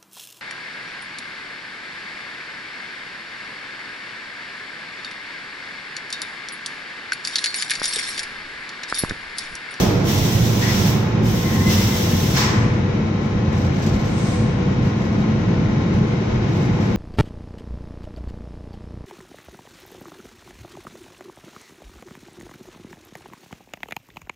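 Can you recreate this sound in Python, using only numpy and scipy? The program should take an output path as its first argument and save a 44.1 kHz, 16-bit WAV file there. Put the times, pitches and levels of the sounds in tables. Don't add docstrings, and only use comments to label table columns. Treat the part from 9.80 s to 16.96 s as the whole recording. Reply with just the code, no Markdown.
import sys
import numpy as np
from scipy import signal
from scipy.fft import rfft, irfft
from scipy.io import wavfile
from scipy.ndimage import uniform_filter1d

SR = 44100
rng = np.random.default_rng(int(sys.argv[2]) if len(sys.argv) > 2 else 0)


def master_out(mix):
    frames = np.transpose(np.atleast_2d(mix))
    ceiling = np.clip(frames, -1, 1)
    pcm = np.round(ceiling * 32767).astype(np.int16)
    wavfile.write(sys.argv[1], SR, pcm)


N = 315756
TIME_S = np.arange(N) / SR
FREQS_HZ = np.maximum(np.fft.rfftfreq(N, 1 / SR), 1)

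# f/Hz, correlation
EAR_CORRELATION = [(100, 1), (200, 0.97), (330, 0.82), (520, 0.24), (850, 0.79), (1300, -0.15),
                   (1800, -0.098), (2500, 0.011), (4000, -0.0099)]
# f/Hz, pan/dB
PLANT_PAN = [(90, -1.5), (170, 0), (430, 4), (680, -4), (1000, 0), (1350, 0), (2150, 8), (2550, -2),
             (3800, 4), (4700, -1), (8000, -2)]
# t/s, pan/dB
PLANT_SHIFT = [(0, -2.5), (1, -2.5), (1.8, -0.5), (2.5, 0.5), (7.16, 0.1)]
# f/Hz, pan/dB
FILLER_PAN = [(700, -3), (2000, 3), (5000, -1), (10000, -1), (13300, 2), (14400, -2), (15500, -12)]

# f/Hz, density/dB
RUMBLE_SPECTRUM = [(10, -17.5), (25, -12.5), (42, -18.5), (60, -4.5), (76, -10), (92, -1), (125, -2.5),
                   (180, 1), (215, 2), (240, -3), (330, -5.5), (420, -9.5), (600, -21.5), (1000, -81.5)]
# f/Hz, width/Hz, lift/dB
DUCT_MODES = [(47.6, 4.1, 5.5), (83, 39, 7), (93, 25, 6), (114.4, 31, 4.5), (128.7, 2.5, 1.5),
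              (132.8, 4.8, 10), (165.7, 16, 4.5), (188, 16, 5.5), (311, 5.5, 3.5), (324, 5.4, 2.5)]
# t/s, deep/dB, body/dB
RUMBLE_LEVELS = [(0.0, -26.5, -22.6), (1.0, -21.0, -22.0), (2.0, -26.6, -21.7), (2.8, -21.7, -23.8),
                 (3.3, -28.0, -23.1), (4.3, -24.7, -22.2), (5.9, -23.3, -21.3), (7.16, -28.0, -25.5)]
# t/s, level/dB
RUMBLE_TOP_LEVEL = [(0, -27), (1, -27), (2, -28), (3.4, -29.5), (4.4, -29.5), (5.9, -27.5), (7.16, -27.5)]
# t/s, length/s, deep lift/dB, body lift/dB
SURGES = [(-0.1, 0.32, 4.0, 2.0), (0.34, 0.11, 5.0, 0.0), (0.48, 0.3, 5.0, 1.5), (0.89, 0.36, 0.0, 3.5),
          (1.37, 0.22, 5.0, 2.0), (1.71, 0.32, 5.5, 2.5), (1.93, 0.19, 8.0, 0.0), (2.25, 0.23, 4.0, 2.0),
          (2.73, 0.26, 3.0, 0.0), (2.96, 0.17, 2.5, 0.5), (3.1, 0.36, 3.0, 0.0), (3.49, 0.16, 7.0, 0.0),
          (3.63, 0.18, 6.0, 1.0), (3.77, 0.18, 5.5, 0.0), (4.05, 0.16, 5.0, 0.5), (4.23, 0.11, 2.5, 0.0),
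          (4.56, 0.2, 3.5, 0.5), (4.95, 0.2, 3.5, 0.0), (5.22, 0.36, 0.0, 1.5), (5.47, 0.12, 0.5, 3.0),
          (5.66, 0.29, 1.0, 2.0), (6.1, 0.15, 3.0, 5.5), (6.31, 0.12, 1.5, 2.0), (6.47, 0.22, 6.5, 0.0),
          (6.67, 0.29, 3.5, 3.0), (6.85, 0.36, 5.5, 4.5)]
# f/Hz, level/dB re rumble
HUMS = [(48.8, -18.5), (98.3, -12), (142, -11.5), (215.3, -9.5), (368.5, -25)]
# t/s, level/dB re rumble
TWIN_LEVEL = [(0, -12), (.6, -3), (1.4, 0.5), (2.2, -13), (2.8, -1.5), (3.15, -15), (7.16, -6.5)]
# t/s, level/dB
MOTOR_LEVEL = [(0, -37), (.55, -44), (.75, -36), (1.35, -42), (1.5, -38), (1.92, -36.5), (2.08, -39),
               (2.22, -32), (2.45, -42), (3.0, -35.5), (3.55, -42), (3.8, -37), (4.05, -43), (4.3, -36),
               (4.48, -39), (4.6, -32), (5.0, -38), (5.45, -44), (5.72, -33), (6.1, -44), (6.38, -40),
               (6.5, -32.5), (6.7, -44), (7.16, -39)]
# f/Hz, relative level/dB, pan/dB
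WHINES = [(485, -46, 2), (528, -46.5, 8), (548, -51, 0), (641, -51, 4), (676.5, -47.5, -2),
          (754, -50.5, -9), (787, -55, 0), (832, -51, -5), (861, -46.5, 3), (961, -55, 0), (1020, -50, 8),
          (1096, -53, 2), (1257, -50.5, 8), (1379, -57, 2), (1397, -57, 2), (1434, -57, 2), (1733, -55, 5),
          (1925, -52, 6), (2229, -55.5, 7), (2415, -56, 1), (2528, -55.5, 1), (2680, -61, 5),
          (4215, -65, 0)]
# multiple, relative level/dB, pan/dB
MESH_OVERTONES = [(6, -54, -4), (9, -51, 11), (10, -53, 14), (13, -57, 11), (14, -57, 11), (19, -60, 9),
                  (20, -60, 6), (21, -63, 3), (22, -66, 1), (25, -63, 8), (26, -63, 10)]
# t/s, level/dB
FAN_LEVEL = [(0, -47.5), (1.2, -43), (1.7, -39), (1.86, -38), (1.95, -43), (2.2, -45), (7.16, -45.3)]
# f/Hz, density/dB
WASH_SPECTRUM = [(200, -29.5), (450, 6), (720, 2.5), (950, 0.5), (1200, -2), (1700, -3.5), (2250, -8),
                 (2550, -8), (3900, -13.5), (4600, -15.5), (6000, -15), (7200, -24.5), (8500, -43),
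                 (10500, -73), (15000, -66)]
# t/s, level/dB
WASH_LEVEL = [(0, -30.5), (2.8, -32), (3.3, -33.5), (4, -31.5), (5.5, -32.5), (7.16, -31.5)]
# f/Hz, width/Hz, lift/dB
PIPE_MODES = [(2200, 200, 6.5), (3220, 64, -2), (3750, 70, 2), (3900, 72, 2.5)]

# f/Hz, density/dB
JET_SPECTRUM = [(900, -14), (2000, -2), (3000, -.5), (4600, -1), (5700, 2), (6600, -2), (7500, -7),
                (8500, -11), (9700, -15), (10700, -12), (11900, -13), (13200, -6), (14500, -5), (15800, -7)]
# f/Hz, width/Hz, lift/dB
SPOUT_MODES = [(1040, 50, 9), (2050, 260, 1.5), (2420, 250, -3), (3450, 650, 2.5), (4230, 140, -3),
               (4620, 180, -3), (4950, 140, -2), (5850, 500, 1.2), (6900, 350, -2.5), (7200, 130, 3),
               (7780, 110, 3)]
# t/s, length/s, level/dB, pressure sag/(dB/s)
JET_BURSTS = [(-.07, 0.081, -25, 10), (0.23, 0.64, -26, 5.5), (0.83, 0.26, -28.5, -7),
              (1.416, 0.53, -32, -1.5), (1.82, 0.76, -26.5, 3)]
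# f/Hz, density/dB
CASING_SPECTRUM = [(120, -27), (220, -1), (380, -2.5), (600, -4.5), (900, -12.5), (1400, -15), (3000, -27),
                   (5500, -24.5), (9000, -45)]
# t/s, level/dB, rise/s, hold/s, t60/s
SPITS = [(.245, -31, .045, .06, .5), (1.89, -27.5, .012, .04, .4), (2.562, -28.8, .02, .018, .3)]
# t/s, level/dB, rise/s, hold/s, body t60/s
PUFFS = [(0.802, -28.5, 0.024, 0.15, 2.4), (1.868, -31, 0.027, 0.17, 1.9), (2.537, -21, 0.034, 0.044, 1.8)]
# f/Hz, density/dB
PUFF_SPECTRUM = [(500, -24), (800, 2), (1030, 0.5), (1400, 2.5), (1950, 3.5), (2800, -1.5), (4500, -0.5),
                 (5500, 3), (6800, -4.5), (8200, -12), (10000, -41), (15000, -32)]
# t/s, length/s, start/Hz, end/Hz, roughness 0-1, level/dB
WHISTLES = [(.812, .042, 1880, 1940, .95, -27.5), (.872, .055, 1980, 2070, .95, -29),
            (1.635, .06, 2040, 2070, .2, -36), (1.65, .17, 1870, 1935, .9, -36.5),
            (1.69, .17, 1830, 1855, .85, -36), (1.795, .06, 1985, 2050, .4, -36.5),
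            (1.848, .068, 2046, 2038, .12, -29), (1.968, .048, 2030, 2058, .3, -33.5),
            (2.105, .06, 2042, 2042, .1, -34.5)]
# f/Hz, density/dB
JAW_SPECTRUM = [(700, -8), (2000, -7), (4000, -30), (9000, -51)]
# f/Hz, width/Hz, lift/dB
JAW_MODES = [(845, 25, 16), (1020, 55, 26), (1130, 30, 20), (1290, 30, 16), (1950, 70, 14)]

# t/s, length/s, level/dB
RUSTLES = [(3.253, .07, -65), (3.42, .07, -49), (3.69, 0.23, -42), (3.91, 0.31, -40), (4.126, 0.25, -44.5),
           (4.336, 0.27, -46), (4.844, .04, -56), (4.91, .05, -58), (5.018, 0.12, -49), (5.135, 0.19, -50),
           (5.33, 0.14, -56), (5.476, 0.12, -59), (5.97, .05, -60), (6.14, .05, -55), (6.26, .04, -53),
           (6.495, .05, -57), (6.638, 0.34, -48), (6.93, 0.28, -49.5)]
# t/s, level/dB
SNAPS = [(3.432, -52), (3.728, -44), (4.266, -47), (5.030, -46), (5.325, -45), (6.138, -41), (6.184, -47),
         (6.955, -50)]
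# f/Hz, density/dB
CLOTH_SPECTRUM = [(1500, -3), (3000, 5), (6000, 7), (8000, -3), (10000, -17.5), (12000, -14.5),
                  (14000, -5.5), (15800, -22.5)]
# f/Hz, density/dB
SWISH_SPECTRUM = [(3000, -1), (5000, -3.5), (6200, -1.5), (7400, -4.5), (8600, -2.5), (9600, -16),
                  (11000, -25), (15000, -33)]


def from_db(db):
    return 10 ** (np.asarray(db) / 20)


def unit_rms(x):
    return x / np.sqrt(np.mean(x ** 2) + 1e-20)


def over_time(rows):
    return np.interp(TIME_S, *np.transpose(rows))


def over_freq(rows):
    hz, value = np.transpose(rows)
    return np.interp(np.log(FREQS_HZ), np.log(hz), value)


def panned(pan_db):
    gains = from_db(np.array([[.5], [-.5]]) * pan_db)
    return gains / np.sqrt(np.mean(gains ** 2, axis=0))


def drift(rate_hz):
    step, settle = 40, 2000
    pole = np.exp(-2 * np.pi * rate_hz * step / SR)
    white = rng.standard_normal(N // step + settle + 2)
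    slow = signal.lfilter([1], [1, -2 * pole, pole * pole], white)[settle:]
    return np.interp(np.arange(N) / step, np.arange(len(slow)), unit_rms(slow))


def hall_noise(spectrum, pan, modes=()):
    mid, side = rfft(rng.standard_normal((2, N)))
    alike = over_freq(EAR_CORRELATION)
    ears = np.sqrt(1 + alike) * mid + np.sqrt(1 - alike) * side * [[1], [-1]]
    low_cut = np.minimum(FREQS_HZ / spectrum[0][0], 1) ** 2
    lift = 1 + sum((from_db(db) - 1) / (1 + (2 * (FREQS_HZ - hz) / width_hz) ** 2)
                   for hz, width_hz, db in modes)
    colour = from_db(over_freq(spectrum)) * low_cut * lift
    return unit_rms(irfft(ears * colour * panned(over_freq(pan)), N))


def tone(hz, wander_hz, fade_db, spread_rad):
    phase = 2 * np.pi * (np.cumsum(hz + wander_hz * drift(2.99)) / SR + rng.random())
    offset = spread_rad * drift(.9) * np.array([[1], [-1]])
    fading = unit_rms(from_db(fade_db * np.tanh(drift(4.8))))
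    return np.sqrt(2) * fading * np.sin(phase + offset)


def rough_tone(pitch_hz, width_hz):
    phase = 2 * np.pi * np.cumsum(pitch_hz) / SR
    return np.array([drift(width_hz) * np.cos(phase) + drift(width_hz) * np.sin(phase)
                     for ear in range(2)])


def burst(start_s, level_db, rise_s, hold_s, t60_s):
    age_s = TIME_S - start_s
    decay = np.exp(-np.log(1000) * np.maximum(age_s - rise_s - hold_s, 0) / t60_s)
    return from_db(level_db) * np.clip(age_s / rise_s, 0, 1) * decay


def hall_tail(envelope, t60_s):
    fall = np.log(1000) * TIME_S / t60_s
    return np.exp(np.maximum.accumulate(np.log(envelope + 1e-12) + fall) - fall)


def arch(start_s, length_s):
    return np.sin(np.pi * np.clip((TIME_S - start_s) / length_s, 0, 1))


def swell(start_s, length_s, level_db, t60_s):
    return from_db(level_db) * hall_tail(arch(start_s, length_s), t60_s)


def split(x, hz, order=6):
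    low = irfft(rfft(x) / (1 + (FREQS_HZ / hz) ** order), N)
    return low, x - low


def levelled(x, span_s):
    count = int(span_s * SR)
    power = uniform_filter1d(np.mean(x ** 2, axis=0), count)
    return x / np.sqrt(uniform_filter1d(power, count // 2))


def drives(twin_hz=113.8, beat_hz=1.42, crest_s=.7, weaker_db=-11.5):
    beat = abs(1 + from_db(weaker_db) * np.exp(2j * np.pi * beat_hz * (TIME_S - crest_s)))
    twins = beat * tone(twin_hz, wander_hz=.82, fade_db=4, spread_rad=.08)
    hums = sum(from_db(db) * tone(hz, wander_hz=.47, fade_db=5, spread_rad=.096) for hz, db in HUMS)
    return from_db(over_time(TWIN_LEVEL)) * twins + hums


def mills(throb_hz=2.3, crest_s=.19, throb_db=.5, uneven_db=1.1, uneven_hz=14):
    rumble = hall_noise(RUMBLE_SPECTRUM, PLANT_PAN, DUCT_MODES) + drives()
    deep, rest = split(rumble, hz=130, order=16)
    body, top = split(rest, hz=260, order=16)
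    deep_db, body_db = (over_time(np.array(RUMBLE_LEVELS)[:, [0, k]]) for k in (1, 2))
    for start_s, length_s, deep_lift_db, body_lift_db in SURGES:
        lump = arch(start_s, length_s)
        deep_db += deep_lift_db * lump
        body_db += body_lift_db * lump
    sway_db = throb_db * np.cos(2 * np.pi * throb_hz * (TIME_S - crest_s))
    sway_db += uneven_db * drift(uneven_hz)
    deep_db += uneven_db * drift(uneven_hz)
    return (levelled(deep, span_s=.11) * from_db(deep_db)
            + levelled(body, span_s=.11) * from_db(body_db + sway_db)
            + levelled(top, span_s=.22) * from_db(over_time(RUMBLE_TOP_LEVEL) + sway_db))


def motors(whine_gain_db=1):
    nearest = tone(hz=490, wander_hz=1.5, fade_db=1.5, spread_rad=.45)
    out = from_db(over_time(MOTOR_LEVEL)) * panned(3) * nearest
    for hz, db, pan_db in WHINES:
        whine = tone(hz, wander_hz=1.198, fade_db=4.5, spread_rad=.97)
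        out += from_db(db + whine_gain_db) * panned(pan_db) * whine
    return out


def gearbox(mesh_hz=149.85, shaft_hz=20, sidebands_above_hz=3000, gain_db=2, sideband_db=-.5):
    out = 0
    for multiple, db, pan_db in MESH_OVERTONES:
        hz = multiple * mesh_hz
        for side in (-1, 0, 1) if hz > sidebands_above_hz else (0,):
            gain = from_db(gain_db + db + sideband_db * abs(side)) * panned(pan_db)
            out += gain * tone(hz + side * shaft_hz, wander_hz=1.3, fade_db=1, spread_rad=.94)
    return out


def fan(blade_hz=1055):
    blades = tone(blade_hz, wander_hz=3, fade_db=1.5, spread_rad=.4)
    turbulence = rough_tone(np.full(N, blade_hz), width_hz=10)
    return from_db(over_time(FAN_LEVEL)) * panned(1) * (.92 * blades + .35 * turbulence)


def pipes(flutter_db=.5):
    wash = hall_noise(WASH_SPECTRUM, PLANT_PAN, PIPE_MODES)
    return wash * from_db(over_time(WASH_LEVEL) + flutter_db * drift(25))


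def air_jet(rise_s=.066, flutter_db=.7):
    flow = np.zeros(N)
    for start_s, length_s, db, sag_db_per_s in JET_BURSTS:
        age_s = np.maximum(TIME_S - start_s, 0)
        gate = np.minimum(age_s / rise_s, 1) * (age_s < length_s)
        flow = np.maximum(flow, gate * from_db(db - sag_db_per_s * age_s))
    flow *= from_db(flutter_db * drift(24))
    body, treble = split(hall_noise(JET_SPECTRUM, FILLER_PAN, SPOUT_MODES), hz=5800)
    return body * hall_tail(flow, t60_s=.78) + treble * hall_tail(flow, t60_s=.51)


def casing():
    stroke = burst(start_s=-.01, level_db=-21.3, rise_s=.01, hold_s=.06, t60_s=1.7)
    return hall_noise(CASING_SPECTRUM, FILLER_PAN) * stroke


def valves(treble_t60_s=.74):
    body, treble = split(hall_noise(PUFF_SPECTRUM, FILLER_PAN), hz=2700)
    puffs = sum(body * burst(*opening, body_t60_s) + treble * burst(*opening, treble_t60_s)
                for *opening, body_t60_s in PUFFS)
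    spits = hall_noise(JET_SPECTRUM, FILLER_PAN, SPOUT_MODES) * sum(burst(*row) for row in SPITS)
    return puffs + spits


def whistles():
    out = 0
    for start_s, length_s, start_hz, end_hz, roughness, db in WHISTLES:
        pitch_hz = np.interp(TIME_S, [start_s, start_s + length_s], [start_hz, end_hz])
        clean = tone(pitch_hz, wander_hz=3, fade_db=.5, spread_rad=.4)
        rough = rough_tone(pitch_hz, width_hz=115)
        edge = np.sqrt(1 - roughness) * clean + np.sqrt(roughness) * rough
        out += edge * swell(start_s, length_s, db, t60_s=.27)
    return out * panned(4)


def clamp():
    release = burst(start_s=2.558, level_db=-29.5, rise_s=.025, hold_s=.19, t60_s=.7)
    return hall_noise(JAW_SPECTRUM, FILLER_PAN, JAW_MODES) * release


def sack(grain_db=2.5, grain_hz=150, clump_db=2.8, clump_hz=18, snap_tail_db=-11):
    grains = unit_rms(from_db(grain_db * drift(grain_hz) + clump_db * np.tanh(drift(clump_hz))))
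    rustles = grains * sum(swell(*row, t60_s=.26) for row in RUSTLES)
    snaps = sum(burst(*row, rise_s=.001, hold_s=.001, t60_s=.025) for row in SNAPS)
    snaps = np.maximum(snaps, from_db(snap_tail_db) * hall_tail(snaps, t60_s=.35))
    crinkle = hall_noise(CLOTH_SPECTRUM, FILLER_PAN) * np.hypot(snaps, rustles)
    slide = swell(start_s=4.263, length_s=.43, level_db=-39, t60_s=.6)
    return crinkle + hall_noise(SWISH_SPECTRUM, FILLER_PAN) * slide


def scene():
    plant = mills() + motors() + gearbox() + fan() + pipes()
    filler = air_jet() + valves() + clamp() + casing() + whistles()
    return plant * panned(over_time(PLANT_SHIFT)) + filler + sack()


def record(dry):
    cutoff_hz = 15750
    return signal.sosfilt(signal.ellip(12, .1, 90, cutoff_hz, fs=SR, output="sos"), dry)


dry = scene()
out = record(dry)
master_out(out)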